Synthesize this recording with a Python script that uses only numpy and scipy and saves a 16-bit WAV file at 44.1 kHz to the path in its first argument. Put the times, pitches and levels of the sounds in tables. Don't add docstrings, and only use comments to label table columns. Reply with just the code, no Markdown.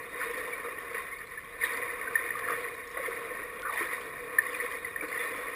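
import sys
import numpy as np
from scipy import signal
from scipy.fft import rfft, irfft
from scipy.io import wavfile

SR = 44100
rng = np.random.default_rng(int(sys.argv[2]) if len(sys.argv) > 2 else 0)


def dump_mix(stems):
    frames = np.atleast_2d(stems).T
    limited = np.clip(frames, -1, 1)
    pcm = np.round(limited * 32767).astype(np.int16)
    wavfile.write(sys.argv[1], SR, pcm)


N = 244755
TIME, HZ = np.arange(N) / SR, np.fft.rfftfreq(N, 1 / SR)


# crest t/s, slosh level/dB, spray level/dB, build-up/s, drain/(dB/s)
LAPS = [(0.24, -35, -53, 0.24, 14), (0.98, -36, -60, 0.17, 28), (1.66, -32, -51.5, 0.084, 27.5),
        (2.302, -36.5, -59, 0.45, 18.5), (2.52, -35.5, -54, 0.12, 23.5), (3.06, -37.5, -55, 0.27, 22.5),
        (3.79, -30, -47.5, 0.12, 33), (4.56, -33, -50.5, 0.26, 31), (5.19, -33.5, -49.5, 0.2, 23.5)]
def lapping(build_db=18, slosh_floor_db=-48.5, spray_floor_db=-62.5):
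    slosh_power, spray_power = amp(slosh_floor_db) ** 2, amp(spray_floor_db) ** 2
    for crest_s, slosh_db, spray_db, build_s, drain_db_per_s in LAPS:
        age = TIME - crest_s
        shape_db = np.where(age < 0, -build_db * (age / build_s) ** 2, -drain_db_per_s * age)
        slosh_power += amp(slosh_db + shape_db) ** 2
        spray_power += amp(spray_db + shape_db) ** 2
    return np.sqrt(slosh_power), np.sqrt(spray_power)


# f/Hz, level/dB
SLOSH_EQ = [(100, -49), (400, -41), (1000, 0.5), (1500, -5), (2000, 4.5), (2600, -1), (3200, 7.5),
            (6000, -3.5)]
def slosh(ring):
    patter = unit(clicks(N, per_s=5000, spread_db=2.5))
    water = froth(895, 2782, per_s=500, spread_db=0.5, cycles=5.9) + amp(3) * patter
    clumping = amp(2.16 * wobble(rate_hz=15))
    return unit(inside(shaped(water * clumping, colour(SLOSH_EQ)), ring))


# f/Hz, level/dB
SPRAY_EQ = [(100, -60), (2000, -30), (2700, -0.5), (3300, 5.5), (6000, -2.5)]
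def spray(ring):
    patter = amp(-3) * unit(clicks(N, per_s=5000, spread_db=2.5))
    drops = froth(2822, 5690, per_s=300, spread_db=1.5, cycles=22) + patter
    return unit(inside(shaped(drops, colour(SPRAY_EQ)), ring))


# t/s, level/dB, f/Hz, decay/s
BUBBLES = [(0.2134, -31, 1490, .007), (0.5302, -26, 2270, .0085), (1.1254, -31.5, 2126, 0.016),
           (1.3749, -30, 1755, 0.0095), (1.6137, -22.5, 2170, 0.004), (1.6366, -15, 1840, 0.008),
           (2.0743, -25, 1544, 0.011), (2.155, -11, 1825, 0.0074), (2.1787, -26, 1870, 0.0015),
           (2.3058, -20, 1875, .004), (2.354, -26.5, 1174, .006), (2.9718, -24.5, 1970, 0.0055),
           (3.0603, -26.5, 2090, 0.0043), (3.4355, -29.5, 1885, 0.0051), (3.631, -31, 1450, .007),
           (3.694, -25.5, 1170, 0.008), (3.7733, -25, 1860, 0.013), (4.386, -7.5, 1813, 0.0049),
           (4.4169, -22, 1840, .004), (4.4657, -26, 1984, 0.0089), (4.6012, -18.5, 1945, 0.0031),
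           (4.8469, -22.5, 2003, 0.0089), (4.961, -19.5, 1850, .004), (5.0095, -22, 2320, 0.0043),
           (5.1277, -25, 2066, 0.008), (5.1757, -21, 1910, 0.0068)]
def bubbles():
    return amp(-2.5) * pings(BUBBLES, rise_s=0.0038, glide_per_s=0.31, damping=1.4)


# t/s, level/dB, length/s, centre f/Hz, spread/octaves
SPLASHES = [(0.203, -37.5, 0.077, 1900, 0.73), (0.465, -45, .036, 775, 0.33),
            (0.635, -41, 0.047, 1150, 0.37), (0.944, -33, 0.012, 2140, 0.3),
            (1.606, -35, 0.062, 2100, 0.33), (1.635, -42.5, 0.022, 3610, 0.23),
            (2.432, -35.5, 0.023, 1890, 0.24), (2.473, -33, 0.069, 1440, 0.43),
            (2.967, -38.5, 0.024, 695, 0.81), (3.647, -33.5, 0.035, 1280, 0.28),
            (3.687, -43.5, .13, 824, 0.29), (3.77, -38, .12, 1980, 0.59), (3.93, -37.5, 0.032, 2110, 0.42),
            (4.383, -34, 0.0089, 1500, .6), (4.537, -36, .03, 2510, 0.081),
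            (4.603, -34.5, 0.019, 2100, 0.34), (5.021, -34.5, 0.033, 600, 1.8),
            (5.136, -38, .05, 1580, 0.64), (5.2, -34.5, 0.025, 2220, 0.38)]
def splashes(ring, size=16384):
    out, t, hz = np.zeros(N), np.arange(size) / SR, np.fft.rfftfreq(size, 1 / SR)
    for start_s, db, length_s, centre_hz, octaves in SPLASHES:
        band = np.exp(-0.5 * (np.log2((hz + 1) / centre_hz) / octaves) ** 2)
        impacts = irfft(rfft(clicks(size, per_s=6800, spread_db=1.5)) * band)
        age = t / (0.33 * length_s)
        burst = inside(impacts * age * np.exp(-age), ring)
        add(out, start_s, amp(db) * unit(burst) * np.sqrt(length_s / t[-1]))
    return out


# t/s, level/dB, f/Hz, decay/s
KNOCKS = [(0.263, -27.5, 463, 0.022), (0.382, -28, 500, 0.028), (0.647, -31, 479, 0.05),
          (0.949, -25, 474, 0.0063), (2.31, -50, 117, .23), (2.495, -29, 489.4, .033),
          (2.97, -27, 530, 0.0068), (2.999, -25, 531, 0.0072), (3.083, -24.5, 474, 0.025),
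          (3.086, -32, 388, .014), (3.809, -28.5, 422, 0.015), (3.811, -28, 347, 0.017),
          (4.09, -47.5, 155.4, 0.075), (5.026, -35.5, 310, 0.027), (5.324, -28, 501.6, 0.022)]
def hull_knocks():
    return amp(-5.5) * pings(KNOCKS, rise_s=0.00786, glide_per_s=-0.25, damping=0.8)


# t/s, level/dB, f/Hz
DRIPS = [(0.032, -52, 4140), (0.215, -48, 4710), (1.186, -47.5, 4430), (1.625, -43, 4750),
         (1.648, -35, 3300), (1.676, -43, 3100), (1.736, -41, 4350), (1.771, -41, 4780), (2.508, -46, 5300),
         (2.743, -46, 3780), (2.913, -47, 5300), (3.065, -43, 3150), (3.706, -45, 3720), (3.764, -53, 3370),
         (4.011, -42, 3060), (4.388, -44, 4300), (4.548, -40, 3470), (4.721, -41, 3120), (5.085, -42, 4170)]
def drips(spray_gain, decay_s=0.0032):
    rows = list(DRIPS) + stray_drops(spray_gain)
    plinks = pings([(*row, decay_s) for row in rows], rise_s=0.00227, glide_per_s=5.3, damping=1.4)
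    return amp(-2.5) * plinks + amp(-7.5) * spatter(rows, decay_s=0.0085)


def stray_drops(spray_gain, per_lap=2, low_hz=2980, high_hz=5340):
    when, strength, pitch = rng.random((per_lap * len(LAPS), 3)).T
    times_s = np.interp(when, np.cumsum(spray_gain) / spray_gain.sum(), TIME)
    levels_db = -50.5 + 5 * (2 * strength - 1)
    return list(zip(times_s, levels_db, low_hz * (high_hz / low_hz) ** pitch))


# t/s, level/dB
TICKS = [(0.946, -40), (1.771, -34), (2.392, -30), (3.596, -35), (3.62, -33)]
def ticks(ring):
    crack = spatter(TICKS, decay_s=0.0012)
    return crack + amp(16) * inside(crack, ring)


def spatter(rows, decay_s, size=2048):
    out, t = np.zeros(N), np.arange(size) / SR
    for start_s, db, *_ in rows:
        add(out, start_s, amp(db) * rng.standard_normal(size) * np.exp(-t / decay_s))
    return shaped(out, colour(SPRAY_EQ))


# f/Hz, width/Hz, level/dB
CASE_MODES = [(291.4, 26, -15), (323, 59, -16), (419, 82, -13.5), (483.4, 51.7, -0.5), (614, 82, -16.5),
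              (702, 43.5, -16), (1093, 112, -8.5), (1237, 110, -12.5), (1370, 60, -13.5), (1514, 71, -11),
              (1846.4, 141, -2.5), (2024, 36, -4), (2185, 40, -10), (2230, 216, -10), (2432, 99, -9),
              (2670, 27, -28), (2770, 62, -21), (3440, 35, -24.5), (3537, 19, -22.5), (3610, 190, -27.5),
              (3724, 25, -17), (3924, 52, -24.5), (4190, 11.5, -20.5), (4810, 660, -28.5), (5400, 144, -29)]
# f/Hz, level/dB
WALL_EQ = [(100, -35.5), (250, -23.5), (800, -28.5), (1600, -13.5), (2600, -28), (3200, -33.5),
           (4200, -43.5), (5600, -34), (6000, -39.5)]
def case_ring(size=8192):
    hz = np.fft.rfftfreq(size, 1 / SR)
    modes = sum((amp(db) / (1 + ((hz - f) / (0.64 * width)) ** 2)) ** 2 for f, width, db in CASE_MODES)
    power = colour(WALL_EQ, hz) ** 2 + modes
    log_gain = np.log(np.r_[power, power[-2:0:-1]]) / 2
    spectrum = np.exp(np.conj(signal.hilbert(log_gain)))
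    return np.fft.ifft(spectrum).real[:size // 2]


# f/Hz, level/dB
WASH_EQ = [(60, 0.5), (300, 1), (500, 0.5), (1100, 2.5), (1500, -5), (1900, -3), (2500, -1.5), (3500, -3),
           (6000, -14)]
# t/s, level/dB
WASH_LEVEL = [(0.0, -44.5), (0.12, -46.5), (0.27, -42), (1.02, -46), (1.41, -54.0), (1.74, -41.5),
              (2.01, -45.5), (2.1, -40.5), (2.34, -44), (2.52, -40), (2.91, -50), (3.0, -42.5), (3.3, -42),
              (3.54, -45.5), (4.68, -43.5), (4.95, -47.5), (5.25, -41.5), (5.54, -43)]
def wash(ring):
    gain = amp(np.interp(TIME, *np.transpose(WASH_LEVEL)))
    noise = rng.standard_normal(N) * amp(1.57 * wobble(rate_hz=59))
    return gain * unit(inside(shaped(noise, colour(WASH_EQ)), ring))


def hall_echo(x, t60_s):
    t = np.arange(SR) / SR
    tail = rng.standard_normal(SR) * np.exp(-np.log(1000) * t / t60_s)
    return signal.fftconvolve(x, tail / np.linalg.norm(tail))[:N]


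# f/Hz, level/dB
FLOOR_EQ = [(10, -23), (22, -35), (34, 2.5), (70, -4.5), (150, -4.5), (300, -10), (1000, -51),
            (6000, -30.5)]
def noise_floor():
    return unit(shaped(rng.standard_normal(N), colour(FLOOR_EQ)))


def froth(low_hz, high_hz, per_s, spread_db, cycles, sizes=24):
    rings = (ping(hz, cycles / hz, rise_s=0.00052, glide_per_s=2.2)
             for hz in np.geomspace(low_hz, high_hz, sizes))
    return unit(sum(signal.oaconvolve(clicks(N, per_s / sizes, spread_db), one)[:N] for one in rings))


def pings(rows, rise_s, glide_per_s, damping):
    out = np.zeros(N)
    for at_s, db, hz, decay_s in rows:
        add(out, at_s - rise_s / 2, amp(db) * ping(hz, decay_s, rise_s, glide_per_s, damping))
    return out


def ping(hz, decay_s, rise_s, glide_per_s, damping=1):
    t = np.arange(round((rise_s + 6 * decay_s) * SR) + 8) / SR
    swell = np.sin(np.pi / 2 * np.minimum(t / rise_s, 1)) ** 2
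    fade = np.exp(-(np.maximum(t - rise_s, 0) / decay_s) ** damping)
    return swell * fade * np.sin(2 * np.pi * hz * (t + glide_per_s * t ** 2 / 2))


def clicks(size, per_s, spread_db):
    chance, sign, weight = rng.random(size), rng.choice([-1, 1], size), rng.exponential(1, size)
    return (chance < per_s / SR) * sign * amp(spread_db * np.minimum(weight, 3.5))


def inside(x, ring):
    return signal.fftconvolve(x, ring)[:len(x)]


def wobble(rate_hz):
    return unit(shaped(rng.standard_normal(N), np.exp(-(HZ / rate_hz) ** 2)))


def colour(points, hz=HZ):
    f, db = np.transpose(points)
    return amp(np.interp(np.log(hz + 1), np.log(f), db))


def shaped(x, gain):
    return irfft(rfft(x) * gain, N)


def add(mix, start_s, sound):
    part = mix[max(round(start_s * SR), 0):][:len(sound)]
    part += sound[:len(part)]


def amp(db):
    return 10 ** (np.asarray(db) / 20)


def unit(x):
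    return x / np.sqrt(np.mean(x ** 2) + 1e-20)


def scene():
    ring = case_ring()
    slosh_gain, spray_gain = lapping()
    water = amp(3) * wash(ring)
    water += amp(-3) * slosh_gain * slosh(ring) + amp(-4) * spray_gain * spray(ring)
    near = amp(-1) * splashes(ring) + bubbles() + drips(spray_gain) + amp(-3.5) * ticks(ring)
    floor = amp(-60.5) * noise_floor()
    echo = amp(-9.5) * hall_echo(near, t60_s=0.19)
    return (water + near + echo + hull_knocks() + floor)[None]


def record(dry, hold_hz=12000, clock_hz=48000, cutoff_hz=15500):
    narrow = shaped(dry[0], HZ < hold_hz / 2)
    mirrored = narrow * (1 + 2 * np.cos(2 * np.pi * hold_hz * TIME))
    held = shaped(mirrored, np.sinc(HZ / hold_hz) / np.sinc(HZ / clock_hz))
    lowpass = signal.firwin(301, cutoff_hz, window=("kaiser", 9), fs=SR)
    return signal.oaconvolve(held, lowpass, "same")[None]


dry = scene()
out = record(dry)
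dump_mix(out)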